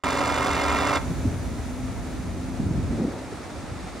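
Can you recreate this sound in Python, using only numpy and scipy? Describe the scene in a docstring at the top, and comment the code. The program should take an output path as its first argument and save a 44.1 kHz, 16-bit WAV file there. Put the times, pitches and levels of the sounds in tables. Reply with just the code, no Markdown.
"""A loud buzzing rattle comes from a rooftop heat pump and cuts out after a second.
Its compressor knocks the sheet-metal casing twice a turn, in a pattern that repeats every four turns,
and loose metal sizzles; these impacts excite the casing's resonant modes. Neighbouring units hum on
under a soft hiss, while turbulent wind buffets the microphone."""
import sys
import numpy as np
from scipy import signal
from scipy.fft import rfft, irfft
from scipy.io import wavfile

SR = 44100
rng = np.random.default_rng(int(sys.argv[2]) if len(sys.argv) > 2 else 0)


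def to_wav(sig):
    """Store sig (one row per channel, or 1-D mono) as 16-bit WAV at the path in sys.argv[1].

    Samples outside -1..1 are clipped; the rate is SR.
    """
    pcm = np.clip(np.atleast_2d(sig), -1, 1) * 32767
    pcm = np.round(pcm).astype(np.int16)
    wavfile.write(sys.argv[1], SR, pcm.T)  # frames by channels


N = 176400
T, HZ = np.arange(N) / SR, np.fft.rfftfreq(N, 1 / SR)
CYCLE_HZ, STOP_S = 11.77, .969  # rate of the four-turn rattle cycle; the compressor cuts out

# Knocks on the casing (place in cycle [0-1], relative level [dB])
KNOCK_PATTERN = [(.01, -2), (.165, 1), (.275, -1.5), (.41, 1), (.525, -.5), (.655, 1), (.78, 1), (.925, .5)]
# Loose-metal bursts (place in cycle [0-1], relative level [dB], decay [s], relative jingle level [dB])
SIZZLE_PATTERN = [(.01, 1, .006, 1), (.235, 3, .0055, 1), (.48, 1, .007, -3), (.765, -2, .005, -7)]
# Resonances of the casing (frequency [Hz], relative level [dB])
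CASING_MODES = [(408, -45), (554.5, -46), (935, -45), (990, -44), (1066, -44), (1260, -43), (1305, -43),
                (1360, -42), (1642, -49), (1836, -48.5), (1954, -49), (2003, -50), (2130, -40.5),
                (2358, -46), (2420, -47), (2713, -48.5), (2907, -51.5), (3456, -47), (3688, -46.5),
                (4194, -55), (4694, -55), (4910, -54), (6029, -56)]
# Broad response between the resonances (frequency [Hz], relative level [dB])
KNOCK_SPECTRUM = [(60, -10), (200, -14.5), (320, -8), (520, -2), (860, -6.5), (1050, -3.5), (1370, -6),
                  (1550, -20.5), (2050, -14.5), (2900, -17), (6000, -25.5), (12000, -41.5)]
SIZZLE_SPECTRUM = [(300, -41), (1500, -1.5), (2200, -12), (3100, -33), (5000, -14.5), (6500, -19),
                   (8000, -20), (9500, -23.5), (12000, -43), (16000, -58)]
# Tones of the running compressor (frequency [Hz], relative level [dB])
DRONE_TONES = [(284.6, -38.5), (403, -46), (555, -46), (746, -43.5), (901, -43), (924, -44), (948, -45),
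               (995.5, -40), (1066, -45), (1174, -46), (1254, -46), (1303, -45), (1361, -44), (1459, -48)]
# Its deep throb (time [s], relative level [dB])
THROB_ENVELOPE = [(0, -43), (.2, -42), (.33, -35), (.46, -43), (.6, -37), (.7, -32), (.82, -39), (.95, -45)]
# The pump at the microphone (frequency [Hz], left minus right [dB])
PUMP_BALANCE = [(60, 3), (110, -4), (200, -1), (380, 6), (700, -8.5), (1290, -3.5), (2380, -1), (4400, 0.0),
                (8120, -0.5), (15000, 0.0)]
# The pump at the microphone (frequency [Hz], phase lead of left [rad])
PUMP_PHASE = [(100, 1), (450, -0.16), (760, -0.64), (1030, 0.62), (2000, -0.47), (2330, -1.43), (3100, 1),
              (4740, 0.55), (5600, -1.07), (9300, -1.16)]
# Spectra of breeze, small eddies, moving air and refrigerant (frequency [Hz], relative density [dB])
BREEZE_SPECTRUM = [(20, -21), (30, -16), (40, -11), (55, 3.5), (72, 1), (95, -0.5), (130, -5.5),
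                   (200, -8.5), (320, -12), (600, -26), (1500, -64)]
PUFF_SPECTRUM = [(80, -2), (160, -3.5), (320, 1), (600, -14), (1500, -37.5), (4000, -51)]
AIR_SPECTRUM = [(180, -34), (300, -1), (405, -14), (440, -10.5), (574, -6.5), (634, -8), (689, -7.5),
                (1120, -14.5), (1320, -12.5), (1430, -16.5), (2280, -18.5), (3130, -26), (3580, -23.5),
                (9240, -30.5), (16000, -61)]
GAS_SPECTRUM = [(2500, -42), (4500, -45), (5400, -83), (5900, 16), (6500, 4), (7000, 10.5), (8300, -2),
                (9600, 8.5), (12000, -3), (16000, -6)]
# Likeness of left and right in roof echoes, small eddies and air (frequency [Hz], coherence [0-1])
ROOF_COHERENCE = [(200, 0.29), (1300, 0.98), (2500, 0.33), (8000, .2)]
PUFF_COHERENCE = [(130, 0.29), (300, 0.93)]
AIR_COHERENCE = [(60, 0.16), (130, 0.25), (290, 1), (640, 0.48), (1410, 0.9), (3100, 0.51), (6820, 0.69),
                 (15000, 0.031)]
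# Strength of the breeze and of the neighbours' hum (time [s], relative level [dB])
BREEZE_ENVELOPE = [(0, -37), (.45, -35.5), (.7, -35), (.95, -34), (1.15, -31), (1.5, -32), (1.75, -33.5),
                   (2.1, -32.5), (2.4, -33), (2.8, -30.5), (3.02, -32), (3.12, -39), (3.45, -40.5),
                   (3.6, -37), (3.85, -37.5), (4, -41.5)]
HUM_ENVELOPE = [(0, 0), (1.4, -0.5), (2.5, 0.5), (3.1, -2.5), (3.4, -12), (4, -10.5)]
# The long gust (time [s], level [dB], eddy centre frequency [Hz])
GUST_COURSE = [(2.45, -39, 160), (2.58, -38, 170), (2.62, -29.5, 190), (2.72, -28.5, 180),
               (2.79, -26.5, 160), (2.88, -33, 150), (2.93, -29.5, 190), (3.04, -27, 250), (3.1, -33, 320),
               (3.17, -34, 400), (3.25, -50, 450)]
# Eddies striking the microphone (time [s], level [dB], frequency [Hz], Gaussian width [s])
EDDIES = [(1.114, -27, 160, .009), (1.187, -28, 100, .007), (1.258, -21, 250, .0045),
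          (1.277, -20, 100, .011), (1.345, -27, 130, .004), (2.602, -18, 220, .0035),
          (2.711, -21, 145, .006), (2.778, -22, 190, .003), (2.838, -23, 90, .007), (2.913, -26, 230, .007),
          (2.987, -25, 260, .004), (3.025, -26, 240, .005), (3.051, -20, 250, .0035),
          (3.081, -27, 280, .008), (3.328, -33, 420, .005), (3.643, -32, 200, .003),
          (3.725, -33, 110, .008), (3.847, -31, 170, .004)]
# Hum of the other units (frequency [Hz], relative level [dB])
HUM_TONES = [(118.4, -45.5), (183, -47), (231.5, -46), (258.4, -40), (672.9, -58)]
# Slow swell of the moving air (time [s], level before scaling [dB])
AIR_CONTOUR = [(1.1, -42.5), (1.22, -47.5), (2.57, -53), (3.02, -49.5), (3.69, -48), (3.89, -47),
               (3.95, -45.5)]
# Moving air at the microphone (frequency [Hz], left minus right [dB])
AIR_PAN = [(60, -0.5), (110, 0.0), (200, -3), (380, 0), (700, -2.5), (1290, -2), (2380, 1), (4400, 0.5),
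           (8120, 0.5), (15000, -4)]


def heat_pump():
    """Forced vibration: the compressor drives rattle, drone and throb, and stops with a last jolt."""
    swell_db = 1.5 * (T - STOP_S / 2)
    jolt_db = 3 * np.exp(-((T - STOP_S) / .012) ** 2)
    run_down = np.exp(-np.maximum(T - STOP_S, 0) / .012)
    running = amp(swell_db + jolt_db) * run_down
    metal = rattle(running)
    drone = tones(DRONE_TONES, waver_hz=1.19, flutter_db=.5)
    throb = amp(curve(THROB_ENVELOPE)) * np.sqrt(2) * np.sin(2 * np.pi * 73.5 * T)
    return metal + (drone + throb) * running


def rattle(running, crossover_hz=2450, knock_decay_s=.0062):
    """Modal resonance: knocks excite the casing's low modes, sizzle its high ones; a loose part rings."""
    def struck(contacts, response):
        rung = ring(contacts * running, response)
        return rung / np.std(rung[T < STOP_S])

    mode_power = sum((amp(db) * resonance(hz, 20 + hz / 150)) ** 2 for hz, db in CASING_MODES)
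    low_share = lowpass(crossover_hz, 6)
    low_modes = amp(43.5) * np.sqrt(mode_power * low_share)
    high_modes = amp(45.5) * np.sqrt(mode_power * (1 - low_share))
    knocks = chatter([(at, db, knock_decay_s) for at, db in KNOCK_PATTERN], jitter_s=.00018, alike=.7)
    sizzle = chatter([(at, db, s) for at, db, s, _ in SIZZLE_PATTERN], jitter_s=.0003, alike=.47)
    jingle = chatter([(at, db, s) for at, _, s, db in SIZZLE_PATTERN], jitter_s=.0003, alike=.47)
    return (amp(-26.5) * struck(knocks, np.hypot(amp(read(KNOCK_SPECTRUM)), low_modes))
            + amp(-35) * struck(sizzle, np.hypot(amp(read(SIZZLE_SPECTRUM)), high_modes))
            + amp(-51.5) * struck(jingle, resonance(7250, width_hz=170)))


def chatter(pattern, jitter_s, alike, spread_db=.7, rise_s=.0008):
    """Quasi-periodic impacts: each contact is a noise burst that returns, partly alike, every cycle."""
    t, out = np.arange(2048) / SR, np.zeros(N)
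    for place, db, decay_s in pattern:
        envelope = (1 - np.exp(-t / rise_s)) * np.exp(-t / decay_s)
        repeating = rng.standard_normal(len(t))
        for cycle in range(int(N / SR * CYCLE_HZ)):
            late, weak = rng.standard_normal(2)
            contact = np.sqrt(alike) * repeating + np.sqrt(1 - alike) * rng.standard_normal(len(t))
            start_s = (cycle + place) / CYCLE_HZ + jitter_s * late
            add(out, start_s, amp(db - spread_db * weak) * envelope * contact)
    return out


def resonance(hz, width_hz):
    """A damped mode responds in a Lorentzian peak about its natural frequency."""
    return 1 / (1 + 2 * ((HZ - hz) / width_hz) ** 2)


def ring(x, gain):
    """Causality: a minimum-phase filter lets modes ring only after they are struck."""
    cepstrum = irfft(np.log(gain + 1e-5), N)
    cepstrum[1:N // 2] *= 2
    cepstrum[N // 2 + 1:] = 0
    return irfft(rfft(x) * np.exp(rfft(cepstrum)), N)


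def roof_echoes(x, low_t60_s=.5, treble_t60_s=.23):
    """Reverberation: scatter from walls and other units decays exponentially, the treble first."""
    scatter = noise(1, read(ROOF_COHERENCE))
    low = irfft(rfft(scatter) * lowpass(3000), N)
    treble = amp(-4) * (scatter - low)
    tail = sum(band * amp(-60 * T / t60) * np.sqrt(2 * np.log(1000) / (t60 * SR))
               for band, t60 in [(low, low_t60_s), (treble, treble_t60_s)])
    return amp(-11) * signal.fftconvolve(x[None], tail, axes=1)[:, :N]


def ports(x):
    """Level and phase differences: the pump reaches the two microphone ports unequally."""
    lead = np.exp(.5j * np.array([read(PUMP_PHASE), -read(PUMP_PHASE)]))
    return irfft(rfft(x) * pan(PUMP_BALANCE) * lead, N)


def breeze():
    """Turbulent pressure at the ports makes a lumpy rumble whose deepest part swells the most."""
    level_db = curve(BREEZE_ENVELOPE)
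    rumble = noise(amp(read(BREEZE_SPECTRUM)), coherence=.57)
    deep = irfft(rfft(rumble) * lowpass(69), N)
    deep_swell = amp(.97 * (level_db - level_db.mean()))
    return (rumble - deep + deep * deep_swell) * amp(level_db + .76 * drift(37))


def gust(width_octaves=.55):
    """Smaller eddies fluctuate faster: a noise band climbs as the eddies of a passing gust shrink."""
    centre, eddies = np.log2(curve(GUST_COURSE, column=2)), np.zeros((2, N))
    for octave in np.arange(11, 22) / 2:
        band = noise(np.exp(-6 * (np.log2(HZ + 1) - octave) ** 2), coherence=.97)
        eddies += band * np.exp(-((octave - centre) / width_octaves) ** 2 / 4)
    passing = (T > GUST_COURSE[0][0]) * (T < GUST_COURSE[-1][0])
    return unit(eddies) * amp(curve(GUST_COURSE) + drift(31)) * passing


def puffs():
    """Intermittent turbulence: small eddies come and go at random."""
    eddies = noise(amp(read(PUFF_SPECTRUM)), read(PUFF_COHERENCE))
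    return eddies * amp(-45 + 3 * np.minimum(drift(15), 2))


def buffets(pitch_sag=.1):
    """Each eddy striking the microphone is a pressure pulse of falling pitch with fine turbulence."""
    swirl = amp(-12) * noise(amp(read(PUFF_SPECTRUM)), read(PUFF_COHERENCE))
    out = np.zeros((2, N))
    for peak_s, db, hz, width_s in EDDIES:
        age = (T - peak_s) / width_s
        push = np.sqrt(2) * np.cos(2 * np.pi * hz * (T - peak_s) * (1 - pitch_sag * age / 2))
        out += amp(db) * (push + swirl) * np.exp(-.5 * age ** 2)
    return out


def neighbours():
    """Periodic vibration of the other units radiates a wavering hum."""
    return tones(HUM_TONES, waver_hz=2.2, flutter_db=3.3) * amp(curve(HUM_ENVELOPE))


def air_wash():
    """Broadband flow noise: moving air makes a soft, gently swelling wash."""
    contour = curve(AIR_CONTOUR)
    wash = noise(amp(read(AIR_SPECTRUM)) * pan(AIR_PAN) * highpass(256), read(AIR_COHERENCE))
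    return wash * amp(-40 + .31 * (contour - contour.mean()) + .67 * drift(27))


def refrigerant(fade_db_per_s=3.5):
    """Flow noise of the refrigerant: a high hiss that fades once the compressor stops."""
    hiss = noise(amp(read(GAS_SPECTRUM)), coherence=.076)
    return hiss * amp(-51 - fade_db_per_s * np.maximum(T - STOP_S, 0))


def tones(lines, waver_hz, flutter_db):
    """Random modulation: sinusoids waver in pitch and flutter in level."""
    out = np.zeros(N)
    for hz, db in lines:
        gain = amp(db + flutter_db * drift(13))
        cycles = np.cumsum(hz + waver_hz * drift(4.02)) / SR + rng.random()
        out += gain * np.sqrt(2) * np.sin(2 * np.pi * cycles)
    return out


def noise(gain, coherence):
    """Coloured stereo noise; the ratio of mid to side sets its coherence."""
    mid, side = rfft(rng.standard_normal((2, N)))
    mid, side = mid * np.sqrt(1 + coherence), side * np.sqrt(1 - coherence)
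    return unit(irfft(np.array([mid + side, mid - side]) * gain, N))


def drift(hz):
    """Low-passed noise: a random fluctuation up to about this rate."""
    return unit(irfft(rfft(rng.standard_normal(N)) * np.exp(-(HZ / hz) ** 2), N))


def lowpass(hz, order=4):
    """Gain that rolls off above a corner frequency."""
    return 1 / (1 + (HZ / hz) ** order)


def highpass(hz, order=4):
    """Gain that rolls off below a corner frequency."""
    return 1 / (1 + (hz / (HZ + 1)) ** order)


def pan(points):
    """A level difference split into left and right gains."""
    return amp(np.array([read(points), -read(points)]) / 2)


def read(points):
    """A spectrum table interpolated in log frequency."""
    hz, value = np.transpose(points)
    return np.interp(np.log(HZ + 1), np.log(hz + 1), value)


def curve(points, column=1):
    """One column of a time table interpolated at every sample."""
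    rows = np.array(points)
    return np.interp(T, rows[:, 0], rows[:, column])


def amp(db):
    """Decibels to amplitude ratio."""
    return 10 ** (np.asarray(db) / 20)


def unit(x):
    """Normalisation to an rms of one."""
    return x / np.sqrt(np.mean(x ** 2) + 1e-20)


def add(mix, start_s, sound):
    """Superposes a sound on the mix at a given time."""
    part = mix[max(round(start_s * SR), 0):][:len(sound)]
    part += sound[:len(part)]


def scene():
    """Superposition of the nearby heat pump, its echoes, the rooftop background and the wind."""
    pump = heat_pump()
    pump = ports(pump + roof_echoes(pump))
    background = air_wash() + refrigerant() + neighbours()
    wind = breeze() + gust() + puffs() + buffets()
    return pump + background + wind


def record(dry, open_s=.036, edge_hz=15800):
    """Band limiting: the microphone opens after an instant and cuts the deepest bass and top treble."""
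    bass_cut = irfft(rfft(dry) * highpass(31, order=8), N)
    opened = bass_cut * np.clip((T - open_s) * 1000, amp(-48), 1)
    treble_cut = signal.firwin(511, edge_hz, window=("kaiser", 9), fs=SR)
    return signal.oaconvolve(opened, treble_cut[None], "same")


dry = scene()
out = record(dry)
to_wav(out)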